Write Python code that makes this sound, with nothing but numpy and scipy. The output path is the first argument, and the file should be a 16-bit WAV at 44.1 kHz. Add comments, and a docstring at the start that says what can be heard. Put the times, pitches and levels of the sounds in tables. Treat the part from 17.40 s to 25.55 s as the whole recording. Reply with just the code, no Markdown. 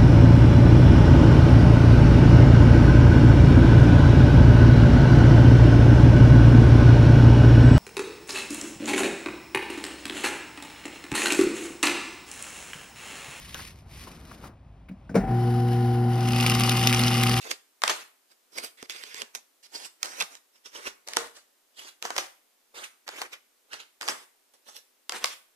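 """A card hisses as a thumb rubs it off the deck, then its edge cracks free; stiff cards are dealt so, one by one,
onto a table in a small room, close to a stereo camera and to its right.
Rubs are stick-slip noise following the card's speed; snaps are a scattered pulse, coloured as crack and knock.
Squeaks are narrow noise on a climbing pitch, tabletop bumps are decaying cosines;
a faint steady hiss lies beneath."""
import sys
import numpy as np
from scipy import signal
from scipy.fft import rfft, irfft, next_fast_len
from scipy.io import wavfile
from scipy.ndimage import uniform_filter1d

SR = 44100
rng = np.random.default_rng(int(sys.argv[2]) if len(sys.argv) > 2 else 0)


def dump(signal):
    """Clip the signal to [-1, 1] and save it as 16-bit WAV at the path in sys.argv[1]."""
    limited = np.clip(np.atleast_2d(signal).T, -1, 1)
    pcm = np.round(limited * 32767).astype(np.int16)
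    wavfile.write(sys.argv[1], SR, pcm)


N = 359415

# cards in hand, in turn: taken_s, right_mic_lead_ms, room_db (before ROOM_TRIM_DB), flex_hz,
# brightness_db_per_octave, knock_hz
CARDS = [(0, .328, -13, 4760, -1.76, 505), (.4, 0.034, -4, 2140, -2.5, 620),
         (.88, 0.35, -10, 4695, 0.4, 340), (1.35, .35, -9.5, 2156, -1.9, 263),
         (1.92, .35, -13, 6060, 0.5, 550), (2.11, 0.36, -7.5, 4730, 0, 315), (2.59, 0.36, -8, 5840, 0, 656),
         (3.12, .286, -8.5, 5700, -1.5, 920), (3.63, 0.097, -5, 4860, -1, 510),
         (4.32, 0.27, -6.5, 3310, 0, 527), (4.59, .17, -4.5, 6100, -2, 550),
         (5.31, 0.24, -6, 2170, -1.5, 453), (5.64, .16, -11, 2320, -2.5, 635),
         (6.25, .27, -5.5, 4090, -4, 452), (6.578, .151, -4, 8320, -1.2, 830),
         (7.11, 0.31, -7, 3300, 1.5, 700), (7.66, .034, -4.5, 3400, -1.5, 563)]
# steady slides over deck or table: start_s, length_s, hiss_db, dull_rub_db (levels at mid-slide)
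SLIDES = [(0, 0.075, -45, -71), (.418, 0.21, -46, -57), (1.115, 0.12, -54, -61.5),
          (1.37, 0.089, -53, -65.5), (1.495, .075, -44.5, -56), (1.57, .17, -46.5, -59.5),
          (1.745, .08, -41.5, -55.5), (2.226, 0.04, -51.5, -66.5), (2.335, .13, -46.5, -50.5),
          (2.63, .215, -46.5, -50), (2.9, 0.073, -53.5, -60.5), (3.335, .15, -48, -50.5),
          (3.664, 0.105, -48, -50.5), (3.772, 0.1, -50, -44), (4.365, .13, -50, -56.5),
          (4.617, .25, -50.5, -51), (5.342, .11, -44.5, -51), (5.664, 0.2, -47, -51),
          (5.752, .07, -42.5, -70), (6.31, 0.067, -49, -67), (6.605, .12, -45.5, -47.5),
          (6.72, 0.12, -54, -61), (7.26, 0.13, -56.5, -62), (7.722, 0.062, -44, -42),
          (7.85, .09, -44, -58.5)]
# quick pushes or flicks: fastest_s, rise_s (over 20 dB), hiss_db, dull_rub_db (levels at the peak)
SWISHES = [(.07, 0.048, -43.5, -43.5), (.112, 0.038, -31.5, -39), (.452, 0.017, -37.5, -54),
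           (.501, 0.028, -23.5, -28.5), (.918, 0.029, -57, -63.5), (1.183, 0.028, -35, -39.5),
           (1.246, 0.03, -32, -44.5), (1.502, 0.01, -38, -50), (1.818, 0.068, -43.5, -45.5),
           (1.956, 0.0136, -38, -41.5), (2.354, 0.035, -38.5, -43), (2.455, .04, -40, -75),
           (2.648, 0.03, -38.5, -42.5), (2.81, 0.063, -37, -38), (3.16, 0.029, -59, -65),
           (3.261, 0.017, -43, -52.5), (3.362, 0.045, -40.5, -48), (3.473, .04, -33.5, -37.5),
           (3.97, .03, -45.5, -54.5), (4.395, 0.035, -43, -53.5), (4.485, 0.044, -45, -68),
           (4.655, 0.024, -35.5, -40), (4.765, .018, -35.5, -40), (4.785, 0.02, -31, -36.5),
           (5.36, 0.021, -50, -45), (5.443, 0.021, -37, -59), (5.82, 0.01, -32.5, -39),
           (5.932, 0.02, -38, -46.5), (6.337, 0.03, -39, -43.5), (6.403, 0.028, -42, -54.5),
           (6.697, 0.021, -29.5, -31.5), (7.138, 0.0034, -56.5, -66), (7.29, 0.034, -46, -54),
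           (7.365, .03, -42.5, -73), (7.763, .04, -36, -50), (7.83, 0.043, -41.5, -40)]
# edges snapping free or hitting the table: time_s, crack_db, knock_db (energy of 1 ms at that level)
SNAPS = [(0.1105, -23.5, -44.5), (0.114, -18, -31), (0.4196, -25, -29), (0.4371, -12, -11),
         (0.4786, -13, -21.5), (0.4961, -20, -16), (0.4987, -19.5, -41.5), (1.1845, -25.5, -33),
         (1.4274, -33, -35.5), (1.4974, -25.5, -44), (1.6375, -30, -45.5), (1.7446, -29.5, -41),
         (1.8191, -23, -44), (1.9503, -24, -43), (1.957, -32, -52), (2.6302, -16, -29), (2.6578, -28, -42),
         (2.8028, -24, -33), (2.8078, -18.5, -33.5), (2.8125, -22.5, -21), (2.8235, -21.5, -26),
         (2.9525, -37, -47), (3.6755, -32, -39), (3.6862, -28, -32), (3.7352, -25, -40),
         (3.765, -23.5, -36), (3.7696, -10.5, -13.5), (4.6255, -23, -33), (4.6523, -26.5, -24),
         (4.7047, -26, -21), (4.7648, -22.5, -24.5), (4.7808, -15.5, -21), (4.785, -19.5, -22),
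         (5.6788, -28.5, -30.5), (5.6898, -28, -28.5), (5.8172, -23.5, -21.5), (6.3322, -29.5, -39.5),
         (6.3405, -33, -46), (6.6117, -28, -27.5), (6.6205, -29.5, -31.5), (6.6295, -31, -29),
         (6.679, -25, -26), (6.6858, -17, -16), (7.3655, -37.5, -59), (7.6949, -20.5, -28),
         (7.722, -24.5, -28), (7.8418, -17, -27), (7.8437, -12.5, -18.5), (7.8578, -22.5, -49)]
# edge chatter squeaking, each squeak at its own pitch: loudest_s, pitch_hz (at loudest), level_db
SQUEAKS = [(1.185, 2180, -36.5), (1.819, 3260, -38.5), (2.356, 4740, -34), (2.452, 2640, -46.5),
           (2.812, 2560, -25), (2.818, 3694, -28), (3.361, 3000, -41.5), (3.473, 2684, -34),
           (5.39, 3740, -42.5), (5.442, 2810, -39), (6.336, 2987, -36), (6.695, 5430, -30.5),
           (7.365, 4650, -51)]
# finger or deck bumping the tabletop: time_s, level_db (before the attack), pitch_hz, t60_s
BUMPS = [(1.4277, -30, 270, 0.021), (1.825, -43.5, 237, 0.057), (2.825, -46, 190, .06),
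         (3.7696, -32.5, 466.5, 0.29)]
# background spectrum: freq_hz, relative_db_per_hz
FLOOR_SPECTRUM = [(30, -9), (130, -31), (230, -1.5), (400, 1.5), (1500, -3), (14000, -5.5)]
# card-face hiss spectrum: freq_hz, relative_db_per_hz
HISS_SPECTRUM = [(300, -32), (900, -9.5), (1800, -2), (3000, -2), (6000, -2), (10000, -7), (14500, -15.5)]
# dull rub spectrum of deck or table: freq_hz (for a 520 Hz knock), relative_db_per_hz
BODY_SPECTRUM = [(70, -22.5), (140, -30), (240, -9.5), (460, -1), (650, -4), (1100, -3.5), (2000, -7.5),
                 (6000, -48)]
# snapping edge spectrum: freq_hz, relative_db_per_hz
CRACK_SPECTRUM = [(300, -33.5), (1000, -9.5), (2200, -2), (5500, 1.5), (14500, -12)]
# knock spectrum: multiple_of_knock_hz, relative_db
KNOCK_SPECTRUM = [(.15, -34.5), (.5, -13), (1, -2), (1.9, 2), (3.5, -6.5), (10, -62)]
# late room decay: freq_hz, t60_s
ROOM_DECAY = [(500, 0.34), (2000, 0.37), (6000, 0.29), (14000, 0.53)]

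STROKE_SAMPLES = 3 * SR // 5
DRAG_SAMPLES = SR // 125
SLIDE_ATTACK_S, SLIDE_RELEASE_S = 0.0075, 0.005  # time constants
SLIDE_SAG_DB_PER_S = 10.5  # friction slows the card
SWISH_FALL_S = 0.037  # over 20 dB
SQUEAK_RISE_S, SQUEAK_FALL_S = 0.017, 0.016  # over 20 dB
SQUEAK_BANDWIDTH_SHARE = 0.17  # of the pitch
SQUEAK_GLIDE_SHARE_PER_S = 2.3  # the free end shortens, so the note climbs
ROOM_TRIM_DB = -2.0
TOP_HZ = 14750


def amp(db):
    """Decibels to gain."""
    return 10 ** (np.asarray(db) / 20)


def unit(x):
    """Scale to rms 1."""
    return x / np.sqrt(np.mean(x ** 2) + 1e-20)


def along(points, hz):
    """(Hz, value) points read on a log-frequency axis."""
    f, v = np.transpose(points)
    return np.interp(np.log(hz + 1), np.log(f + 1), v)


def coloured(x, shape_db, size=2048):
    """Filter x by the causal minimum-phase response of gain shape_db(hz)."""
    cepstrum = irfft(np.log(amp(shape_db(np.fft.rfftfreq(size, 1 / SR)))))
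    # fold the cepstrum onto positive time: minimum phase
    cepstrum[1:size // 2] *= 2
    cepstrum[size // 2 + 1:] = 0
    response = irfft(np.exp(rfft(cepstrum)))
    m = next_fast_len(x.shape[-1] + size, True)
    return irfft(rfft(x, m) * rfft(response, m), m)[..., :x.shape[-1]]


def wobble(n, knots_per_s, count=512):
    """Random curve of n samples, linear between normal knots."""
    return np.interp(np.arange(n) * knots_per_s / SR, np.arange(count), rng.standard_normal(count))


def add(track, x, start_s):
    """Mix x into the stereo track at start_s."""
    part = track[:, max(round(start_s * SR), 0):][:, :x.shape[-1]]
    part += x[..., :part.shape[-1]]


def background(level_db=-66.5):
    """Steady faint hiss of microphones and quiet room, partly common to both channels."""
    noise = rng.standard_normal((2, N)) + 0.5 * rng.standard_normal(N)
    return amp(level_db) * unit(coloured(noise, lambda hz: along(FLOOR_SPECTRUM, hz)))


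def slide_speed(t, start_s, length_s):
    """Even slide: attack, slowly sagging hold, release."""
    age = np.clip(t - start_s, 0, None)
    starting = 1 - np.exp(-age / SLIDE_ATTACK_S)
    sag = amp(-SLIDE_SAG_DB_PER_S * (age - length_s / 2))
    stopping = np.exp(-np.clip(age - length_s, 0, None) / SLIDE_RELEASE_S)
    return starting * sag * stopping


def swish_speed(t, peak_s, rise_s):
    """Pointed swell: the card gathers speed, then is checked."""
    return 10 ** -np.maximum((peak_s - t) / rise_s, (t - peak_s) / SWISH_FALL_S)


def card_colour(spectrum, flex_hz, bright, flex_db):
    """A bent card favours one broad resonance; a tilt above 1 kHz sets its brightness."""
    def shape_db(hz):
        distance = np.log2((hz + 1) / flex_hz) / .12
        tilt = bright * np.log2(np.clip(hz, 1000, None) / flex_hz)
        return along(spectrum, hz) + tilt + flex_db / (1 + distance ** 2)
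    return shape_db


def scatter(t60_s, share_db, soft_hz=7000):
    """A pulse and its quick, duller echoes from nearby surfaces, different at each microphone."""
    t = np.arange(SR // 20) / SR
    echoes = rng.standard_normal((2, len(t))) * amp(-60 * t / t60_s) * (t > 0)
    echoes *= amp(share_db) / np.linalg.norm(echoes, axis=1, keepdims=True)
    return (t == 0) + coloured(echoes, lambda hz: -10 * np.log10(1 + (hz / soft_hz) ** 2))


def shifting(x, depth_db, size=256):
    """The sliding card bends and changes its contacts, so its resonances come and go."""
    z = signal.stft(x, nperseg=size)[2]
    field = rng.standard_normal(z.shape[1:])
    for _ in range(2):
        field = uniform_filter1d(field, size=3, axis=0)  # over frequency
        field = uniform_filter1d(field, size=7, axis=1)  # over time
    return signal.istft(z * amp(depth_db * unit(field)))[1][:, :x.shape[-1]]


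def friction(shape_db, slips_per_s, smooth_db, judder_db, judder_per_s, shift_db):
    """Stick and slip: tiny catches of uneven size on a smooth rush, all pressed unevenly."""
    n = STROKE_SAMPLES
    slips = (rng.random(n) < slips_per_s / SR) * rng.standard_normal(n)
    catches = signal.fftconvolve(slips[None], scatter(t60_s=0.0022, share_db=-10.5), axes=1)[:, :n]
    rush = rng.standard_normal(n) + rng.standard_normal((2, n))
    pressure = amp(judder_db * wobble(n, judder_per_s))
    force = (unit(catches) + amp(smooth_db) * unit(rush)) * pressure
    moving = shifting(force, shift_db)
    # close table reflections hollow the scrape
    near = signal.fftconvolve(moving, scatter(t60_s=0.025, share_db=-7), axes=1)[:, :n]
    return unit(coloured(near, shape_db))


def rub(t, slides, swishes, flex_hz, bright, knock_hz):
    """Card face hisses and the deck or table under it murmurs, both with the card's speed."""
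    moves = [(slide_speed(t, s, length_s), levels) for s, length_s, *levels in slides]
    moves += [(swish_speed(t, s, rise_s), levels) for s, rise_s, *levels in swishes]
    power = sum(np.outer(amp(levels), speed) ** 2 for speed, levels in moves)
    hiss_gain, body_gain = np.sqrt(power)
    hardness = (knock_hz / 520) ** 0.13  # a harder support murmurs higher
    hiss = friction(card_colour(HISS_SPECTRUM, flex_hz, bright, flex_db=4.5), slips_per_s=710,
                    smooth_db=8.0, judder_db=1.0, judder_per_s=250, shift_db=3.0)
    body = friction(lambda hz: along(BODY_SPECTRUM, hz / hardness), slips_per_s=700,
                    smooth_db=1.5, judder_db=3.5, judder_per_s=90, shift_db=0.16)
    return hiss_gain * hiss + body_gain * body


def dragged(pulse, drag_s=0.00023, drag_db=-3):
    """The edge scrapes for an instant, ever harder, before it lets go."""
    growth = np.exp(np.arange(-DRAG_SAMPLES, 0) / SR / drag_s)
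    drag = rng.standard_normal(DRAG_SAMPLES) * growth
    drag *= amp(drag_db) / np.linalg.norm(drag)
    return np.hstack([np.tile(drag, (2, 1)), pulse])


def snap(crack_db, knock_db, flex_hz, bright, knock_hz):
    """An edge lets go: a sharp crack of card and a short knock of what lies beneath."""
    crack = coloured(dragged(scatter(t60_s=0.011, share_db=5.5)),
                     card_colour(CRACK_SPECTRUM, flex_hz, bright, flex_db=0.5))
    knock_points = np.multiply(KNOCK_SPECTRUM, [knock_hz, 1])
    knock = coloured(dragged(scatter(t60_s=0.04, share_db=4.5), drag_db=-5.0),
                     lambda hz: along(knock_points, hz))
    one_ms = np.sqrt(SR / 1000 / crack.shape[-1])  # energy of one millisecond
    return one_ms * (amp(crack_db) * unit(crack) + amp(knock_db) * unit(knock))


def squeak(t, peak_s, hz, level_db):
    """Uneven slips fall in step: a rough, narrow note that swells, climbs and falls away."""
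    age = t - peak_s
    lowpass = signal.butter(2, SQUEAK_BANDWIDTH_SHARE * hz / 2, fs=SR, output="sos")
    chatter = signal.sosfilt(lowpass, rng.standard_normal((2, len(t))))
    phase = 2 * np.pi * hz * (age + SQUEAK_GLIDE_SHARE_PER_S * age ** 2 / 2)
    note = unit(chatter[0] * np.cos(phase) + chatter[1] * np.sin(phase))
    swell = 10 ** -np.maximum(-age / SQUEAK_RISE_S, age / SQUEAK_FALL_S)
    return amp(level_db) * note * swell


def placed(x, lead_ms, shade_db_per_ms=17, shade_hz=1300):
    """The nearer microphone hears the card sooner; the camera shades the other from its treble."""
    late = int(round(abs(lead_ms) * SR / 1000))
    far = int(lead_ms < 0)  # 0 = left

    def shade_db(hz):
        return shade_db_per_ms * lead_ms / 2 * hz ** 2 / (hz ** 2 + shade_hz ** 2)
    pair = np.array([coloured(x[0], lambda hz: -shade_db(hz)), coloured(x[1], shade_db)])
    pair[far] = np.pad(pair[far], (late, 0))[:x.shape[-1]]
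    return pair


def room(x, build_up_s=0.014, early_db=3, early_t60_s=0.14):
    """Near walls add a quick early decay to a diffuse tail whose decay varies with frequency."""
    hz, t, z = signal.stft(rng.standard_normal((2, SR // 2)), SR, nperseg=256)
    tail = signal.istft(z * amp(-60 * t / along(ROOM_DECAY, hz)[:, None]), SR)[1]
    age = np.arange(tail.shape[-1]) / SR
    early = 1 + amp(early_db - 60 * age / early_t60_s)
    tail = tail * (1 - np.exp(-age / build_up_s)) * early
    return signal.fftconvolve(x, tail / np.linalg.norm(tail[0]), axes=1)


def of_card(table, k):
    """Table rows timed while card k is in hand."""
    taken_s = [card[0] for card in CARDS]
    return [row for row in table if max(np.searchsorted(taken_s, row[0], "right") - 1, 0) == k]


def dealing():
    """Each card's slides, swishes, squeaks and snaps sound from its own place in the room."""
    out = np.zeros((2, N))
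    for k, (start_s, lead_ms, room_db, flex_hz, bright, knock_hz) in enumerate(CARDS):
        t = start_s + np.arange(STROKE_SAMPLES) / SR
        card = rub(t, of_card(SLIDES, k), of_card(SWISHES, k), flex_hz, bright, knock_hz)
        for s, crack_db, knock_db in of_card(SNAPS, k):
            edge = snap(crack_db, knock_db, flex_hz, bright, knock_hz)
            add(card, edge, s - DRAG_SAMPLES / SR - start_s)
        squeaks = sum(squeak(t, *row) for row in of_card(SQUEAKS, k))
        add(out, placed(card + squeaks, lead_ms), start_s)
        # squeaks sound drier than the rest
        add(out, amp(room_db + ROOM_TRIM_DB) * room(card + squeaks / 2), start_s)
    return out


def tabletop(attack_s=0.0032):
    """The tabletop answers a bump with a low, woody, decaying note."""
    out, t = np.zeros((2, N)), np.arange(SR // 3) / SR
    for s, level_db, hz, t60_s in BUMPS:
        envelope = amp(level_db - 60 * t / t60_s) * (1 - np.exp(-t / attack_s))
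        add(out, envelope * np.cos(2 * np.pi * hz * t), s)
    return out


def scene():
    """Cards and table over the background."""
    return dealing() + tabletop() + background()


def record(dry):
    """Everything above TOP_HZ is cut off sharply."""
    m = next_fast_len(N + SR // 4, True)
    return irfft(rfft(dry, m) * (np.fft.rfftfreq(m, 1 / SR) < TOP_HZ), m)[:, :N]


dry = scene()
out = record(dry)
dump(out)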